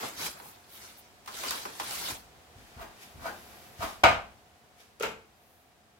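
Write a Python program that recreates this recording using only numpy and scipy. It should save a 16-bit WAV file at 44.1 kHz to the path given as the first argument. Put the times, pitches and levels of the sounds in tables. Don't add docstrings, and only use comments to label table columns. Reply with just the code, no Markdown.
import sys
import numpy as np
from scipy import signal
from scipy.io import wavfile

SR = 44100
rng = np.random.default_rng(int(sys.argv[2]) if len(sys.argv) > 2 else 0)


def master(y):
    cut = np.clip(np.atleast_2d(y).T, -1, 1)
    pcm = np.round(cut * 32767)
    wavfile.write(sys.argv[1], SR, pcm.astype(np.int16))


N = 264159
TIME = np.arange(N) / SR
BAND_EDGES_HZ = 25 * 2 ** (np.arange(29) / 3)
BAND_CENTRES_HZ = np.sqrt(BAND_EDGES_HZ[1:] * BAND_EDGES_HZ[:-1])

# pitch_hz, likeness (1 = the same)
NEAR = [(290, 0.95), (640, -0.05), (1400, -0.027), (3000, -0.00029)]
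# pitch_hz, likeness
FAR = [(60, 0.58), (200, 0.8), (700, 0.42), (1400, 0), (16000, 0.084)]
# pitch_hz, fade_s (a fade is always the time to drop 60 dB)
ROOM_FADE = [(60, 0.59), (250, 0.4), (700, 0.4), (16000, 0.29)]
# pitch_hz, level_db
AIR_TONE = [(35, -40.5), (60, -1.5), (139, -5.5), (164, -27), (371, -8), (803, -10.5), (1040, -11),
            (4030, -19), (16000, -29.5)]
# time_s, level_db
BACKGROUND_LEVEL = [(0, -59.5), (2.4, -56), (3.7, -53), (4.5, -59.5), (5.4, -61.5), (6, -62.5)]
# pitch_hz, level_db
FAN_NOTES = [(218, -0.5), (720, 1.5)]

# start_s, level_db
LOW_BUMPS = [(2.114, -49), (2.553, -51.5), (2.759, -47), (3.141, -47), (3.207, -49), (3.786, -40)]
# pitch_hz, level_db
RUMBLE_TONE = [(60, 3.5), (130, -15), (250, -7), (600, -54)]
# pitch_hz, level_db
BOOM_NOTES = [(80.4, 15.5), (126.5, 9)]

# peak_s, level_db, half_length_s
AIRY_SWISHES = [(0.236, -43, 0.04), (0.473, -52.5, 0.061), (0.752, -52.5, 0.052), (0.99, -53, 0.021),
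                (3.5, -61, 0.39), (5.517, -68.5, 0.15)]
# start_s, length_s, final_db, build_db, release_s, loose_cloth_db
SLEEVE_SLIDES = [(0.005, 0.05, -38.5, 2.5, 0.11, 0), (0.204, 0.065, -35.5, 3.5, 0.079, -3),
                 (0.35, 0.1, -55, 3, 0.42, 2.5), (0.747, 0.1, -50.5, 4, 0.3, -7),
                 (1.346, 0.14, -36.5, 7, 0.35, -2.5), (1.829, 0.28, -37, 5.5, 0.098, -4.5)]
# pitch_hz, level_db
COTTON_TONE = [(710, -42), (1200, -7.5), (3180, -6), (4080, -4), (8720, -9.5), (11800, -10.5), (15200, -14),
               (16000, -14)]
# pitch_hz, level_db
FLAP_TONE = [(40, -7), (250, -5), (480, -3), (1000, 2), (1600, -5), (2600, -10), (4000, -62)]
# start_s, snap_db, tilt_db_per_octave, pop_db, fade_s
FOLD_SNAPS = [(0.0278, -22, -3.5, -52, 0.068), (0.256, -27.5, 6, -55, 0.039), (0.399, -29, -3, -54, 0.026),
              (1.26, -35.5, 5, -58, 0.038), (1.275, -28, 2.5, -30.5, 0.15), (1.434, -24.5, 2, -27, 0.088),
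              (1.5074, -8.5, 3, -52, 0.021), (1.651, -23, -2, -34, 0.065), (1.7972, -18, 1.5, -27.5, 0.091),
              (1.908, -23, 3.5, -66, 0.052), (2.08, -30.5, -2.5, -30, .1)]
# pitch_hz, level_db
SNAP_TONE = [(60, -29), (250, -1), (650, 2), (1050, 5), (2100, -4.5), (5000, -11.5), (16000, -27)]
# pitch_hz, level_db
POP_NOTES = [(1038, -5.5)]

# peak_s, level_db, swell_s, release_s
BLADE_STROKES = [(2.81, -42, 0.03, 0.019), (3.262, -35, 0.029, 0.015), (3.529, -54, 0.02, 0.0071),
                 (3.823, -30, 0.013, 0.015)]
# pitch_hz, level_db
FRICTION_TONE = [(88, -54), (150, -17), (240, -15), (494, -10.5), (720, -6.5), (1310, -7.5), (1900, -16),
                 (8900, -30.5), (14800, -30), (16000, -40)]
# start_s, length_s, level_db
DOUGH_DRAGS = [(2.584, 0.41, -65.5), (3.03, 0.023, -54), (3.228, 0.43, -59), (3.824, 0.087, -48),
               (4.805, .03, -61)]
# pitch_hz, level_db
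FLOUR_TONE = [(900, -25), (1500, -1), (3500, -3), (7000, -6.5), (8600, -18), (10600, -5.5), (16000, -22.5)]
# start_s, level_db
BLADE_THUNKS = [(2.815, -46), (3.2435, -41), (3.2555, -31), (3.8055, -34), (3.8193, -32), (3.8261, -31)]
# start_s, level_db
BLADE_KNOCKS = [(4.0353, -1), (4.0380, 3), (4.0448, 2), (4.0590, -6.5), (4.0888, -9)]
# pitch_hz, level_db
CRACK_TONE = [(30, -25), (80, -17), (135, -24), (220, -22.5), (480, -20), (660, -8.5), (840, -14.5),
              (1450, -13.5), (1770, -20.5), (2250, -15.5), (4500, -29.5), (7200, -37.5), (9400, -48),
              (16000, -48)]
# pitch_hz, level_db
BLADE_NOTES = [(675, 1.5), (960, -4.5), (1250, -4), (2300, -13.5)]
# pitch_hz, level_db
WORKTOP_NOTES = [(81, -13), (131, -17), (613, -9), (662, 1.5), (711, -6), (754, -5.5), (921, -6.5),
                 (980, -7), (1214, -2), (1262, -5), (1403, -7.5), (1470, -8), (1528, -7.5), (2038, -13),
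                 (2183, -8.5), (2329, -8.5), (2457, -12), (2905, -13)]

# start_s, thud_db, slap_db, tick_db
BOWL_HITS = [(0.027, -29, -36, -63), (4.998, -37, -35.5, -40), (5.0067, -12.5, -25, -60),
             (5.0246, -42, -27, -32.5), (5.031, -34, -17.5, -38), (5.0365, -20.5, -28, -54),
             (5.0458, -45, -22.5, -56), (5.057, -28, -32, -62)]
# pitch_hz, level_db
HOLLOW_NOTES = [(466, -1.5)]
# pitch_hz, level_db
WALL_NOTES = [(1340, -3.5), (2550, -12)]
# pitch_hz, level_db
RATTLE_TONE = [(110, -15), (190, -7.5), (290, -13), (470, 0), (748, -10), (1080, -11), (1350, -4.5),
               (1760, -13), (2490, -8.5), (6000, -26.5), (16000, -50)]
# pitch_hz, level_db
TICK_TONE = [(500, -30.5), (3000, -17), (7000, -4.5), (9500, -27), (12000, -6.5), (16000, -26)]
# pitch_hz, level_db
BOWL_NOTES = [(447, 5), (883, 3), (953, -3), (1275, -7), (1340, 2.5), (1448, -7), (2170, 0.5), (2439, -4),
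              (2557, -7), (2762, -5)]


def from_db(db):
    return 10 ** (np.asarray(db) / 20)


def unit_level(x):
    return x / np.sqrt(np.mean(x ** 2) + 1e-20)


def at_hz(table, hz):
    pitches, values = np.transpose(table)
    return np.interp(np.log(hz), np.log(pitches), values)


def drift(rate_hz, size):
    points = rng.standard_normal(8192)
    return np.interp(np.arange(size) / SR * rate_hz, np.arange(len(points)), points)


def add(out, start_s, sound):
    i = max(0, round(start_s * SR))
    out[:, i:i + sound.shape[-1]] += sound[..., :N - i]


def noise_bands(tone, likeness, size):
    white, out = rng.standard_normal((2, 2, size)), []
    for k, hz in enumerate(BAND_CENTRES_HZ):
        band_filter = signal.butter(2, BAND_EDGES_HZ[k:k + 2], "band", fs=SR, output="sos")
        mid, side = signal.sosfilt(band_filter, white[k % 2])
        alike = np.clip(at_hz(likeness, hz), -1, 1)
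        mid, side = np.sqrt(1 + alike) * mid, np.sqrt(1 - alike) * side
        out.append(from_db(at_hz(tone, hz)) * np.array([mid + side, mid - side]))
    out = np.array(out)
    return out / np.std(out.sum(0))


def burst(tone, likeness, fade_s, room_db, tilt_db=0):
    t = TIME[:SR * 2 // 3]
    tail = from_db(room_db - 60 * t / at_hz(ROOM_FADE, BAND_CENTRES_HZ)[:, None])
    tilt = from_db(tilt_db * np.log2(BAND_CENTRES_HZ / 2000))[:, None]
    shape = np.hypot(from_db(-60 * t / fade_s), tail) * tilt
    return (noise_bands(tone, likeness, len(t)) * shape[:, None]).sum(0)


def ringing(notes, fade_s, spread, rise_s):
    t = TIME[:SR * 2 // 3]
    signs = rng.choice([-1, 1], (len(notes), 2))
    ring = 0
    for (hz, db), (sign, side) in zip(notes, signs):
        ear_phase = np.array([[side], [-side]]) * spread * min(hz / 1000, 1.2)
        ring += sign * from_db(db) * np.sin(2 * np.pi * hz * t + ear_phase)
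    return ring * from_db(-60 * t / fade_s) * (1 - np.exp(-(t / rise_s) ** 2))


def grains(per_s, spread_db):
    sizes = from_db(spread_db * np.minimum(rng.exponential(1, N), 4)) * rng.choice([-1, 1], N)
    return unit_level(sizes * (rng.random(N) < per_s / SR))


def excite(x, response):
    response = response / np.sqrt(np.sum(response ** 2) / 2)
    return signal.fftconvolve(np.atleast_2d(x), response, axes=1)[:, :N]


def slide(start_s, length_s, build_db, attack_s, release_s):
    progress = np.clip((TIME - start_s) / length_s, 0, 1)
    outside = np.maximum((start_s - TIME) / attack_s, (TIME - start_s - length_s) / release_s)
    return from_db(build_db * (progress - 1) - 20 * outside.clip(0, 10))


def kitchen():
    hiss = noise_bands(AIR_TONE, FAR, N).sum(0)
    drone = excite(rng.standard_normal(N), ringing(FAN_NOTES, fade_s=0.04, spread=0.28, rise_s=0.0018))
    level = from_db(np.interp(TIME, *np.transpose(BACKGROUND_LEVEL)))
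    return level * (from_db(-1) * hiss + from_db(-7.5) * drone)


def bumps():
    out = np.zeros((2, N))
    for start_s, db in LOW_BUMPS:
        rumble = burst(RUMBLE_TONE, FAR, fade_s=0.43, room_db=-9.5)
        boom = ringing(BOOM_NOTES, fade_s=0.061, spread=0.43, rise_s=0.01)
        swell = 1 - np.exp(-TIME[:boom.shape[1]] / 0.0069)
        add(out, start_s, from_db(db + 2) * (rumble + boom) * swell)
    return out


def swishes():
    level = sum(from_db(db) * np.exp(-np.minimum(((TIME - peak_s) / half_s) ** 2, 40))
                for peak_s, db, half_s in AIRY_SWISHES)
    treble = signal.butter(2, [10000, 15500], "band", fs=SR, output="sos")
    return level * unit_level(signal.sosfilt(treble, rng.standard_normal((2, N))))


def rubbing(tone, patchy_db, rough_db):
    size = SR * 5 // 2
    noise = sum(band * from_db(patchy_db * drift(45.02, size)) for band in noise_bands(tone, NEAR, size))
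    rough = unit_level(noise * from_db(rough_db * drift(350, size)))
    return np.pad(rough, ((0, 0), (0, N - size)))


def worktop_echo(x, delay_s=0.001363, wander_s=0.00019, echo_db=-11.5):
    earlier = TIME - delay_s - wander_s * drift(5, N)
    echo = np.array([np.interp(earlier, TIME, channel) for channel in x])
    return (x + from_db(echo_db) * echo) / np.hypot(1, from_db(echo_db))


def sleeve():
    weave, flap = 0, 0
    for start_s, length_s, db, build_db, release_s, loose_db in SLEEVE_SLIDES:
        move = from_db(db) * slide(start_s, length_s, build_db, attack_s=0.075, release_s=release_s)
        weave += move
        flap += from_db(loose_db) * move
    hiss = rubbing(COTTON_TONE, patchy_db=3.64, rough_db=1.16)
    catches = grains(per_s=300, spread_db=2.5)
    crinkle = excite(catches, burst(COTTON_TONE, NEAR, fade_s=0.0038, room_db=-13))
    out = worktop_echo(weave * (hiss + from_db(-5.5) * crinkle))
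    out += flap * from_db(-2) * rubbing(FLAP_TONE, patchy_db=4, rough_db=0.5)
    pop = ringing(POP_NOTES, fade_s=0.14, spread=0.91, rise_s=0.0032)
    for start_s, snap_db, tilt_db, pop_db, fade_s in FOLD_SNAPS:
        snap = burst(SNAP_TONE, NEAR, fade_s, room_db=1.5 + 10 * np.log10(fade_s), tilt_db=tilt_db)
        add(out, start_s, from_db(snap_db - 9.5) * snap + from_db(pop_db) * pop)
    return out


def cutting():
    force = sum(from_db(db) * np.exp(-np.maximum((s - TIME) / swell, (TIME - s) / release).clip(0, 40))
                for s, db, swell, release in BLADE_STROKES)
    slips = force * grains(per_s=1300, spread_db=-1.5)
    crunch = excite(slips, burst(FRICTION_TONE, FAR, fade_s=0.003, room_db=2.5))
    worktop = excite(slips, ringing(WORKTOP_NOTES, fade_s=0.14, spread=0.77, rise_s=0.0015))
    return from_db(2) * crunch + from_db(-4.5) * worktop


def dragging():
    pull = sum(from_db(db) * slide(start_s, length_s, build_db=-5, attack_s=0.057, release_s=0.14)
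               for start_s, length_s, db in DOUGH_DRAGS)
    slips = grains(per_s=21000, spread_db=6)
    return pull * excite(slips, burst(FLOUR_TONE, NEAR, fade_s=0.006, room_db=-4.5))


def thunks():
    out = np.zeros((2, N))
    for start_s, db in BLADE_THUNKS:
        ring = ringing(BLADE_NOTES, fade_s=0.081, spread=0.31, rise_s=0.0017)
        scuff = burst(FRICTION_TONE, FAR, fade_s=0.027, room_db=-7.5)
        add(out, start_s, from_db(db) * (ring + from_db(-9) * scuff))
    return out


def knock():
    out = np.zeros((2, N))
    for start_s, db in BLADE_KNOCKS:
        crack = burst(CRACK_TONE, FAR, fade_s=0.013, room_db=-13.5)
        steel = ringing(BLADE_NOTES, fade_s=0.037, spread=0.62, rise_s=0.00014)
        add(out, start_s, from_db(db - 8) * crack + from_db(db - 15) * steel)
    hardest_s, _ = max(BLADE_KNOCKS, key=lambda row: row[1])
    worktop = ringing(WORKTOP_NOTES, fade_s=0.29, spread=0.62, rise_s=0.00062)
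    add(out, hardest_s, from_db(-15) * worktop)
    return out


def bowl():
    out = np.zeros((2, N))
    thud = ringing(HOLLOW_NOTES, fade_s=0.025, spread=0.68, rise_s=0.0031)
    slap = ringing(WALL_NOTES, fade_s=0.032, spread=0.5, rise_s=0.002)
    for start_s, thud_db, slap_db, tick_db in BOWL_HITS:
        add(out, start_s, from_db(thud_db) * thud + from_db(slap_db) * slap)
        add(out, start_s, from_db(slap_db - 12) * burst(RATTLE_TONE, FAR, fade_s=0.12, room_db=-2.5))
        add(out, start_s, from_db(tick_db) * burst(TICK_TONE, NEAR, fade_s=0.015, room_db=-9.5))
    hardest_s, _, slap_db, _ = max(BOWL_HITS, key=lambda row: row[2])
    ring = ringing(BOWL_NOTES, fade_s=0.37, spread=0.68, rise_s=0.00047)
    add(out, hardest_s, from_db(slap_db - 22) * ring)
    return out


def scene():
    leftward = cutting() + dragging() + thunks() + bumps() + knock() + bowl()
    return sleeve() + swishes() + leftward * from_db([[0.5], [-0.5]]) + kitchen()


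def record(dry):
    bass_cut = signal.butter(2, 30, "high", fs=SR, output="sos")
    treble_cut = signal.ellip(10, 0.1, 80, 15850, fs=SR, output="sos")
    clipped = np.clip(signal.sosfilt(bass_cut, dry), -0.92, 0.92)
    return signal.sosfilt(treble_cut, clipped)


dry = scene()
out = record(dry)
master(out)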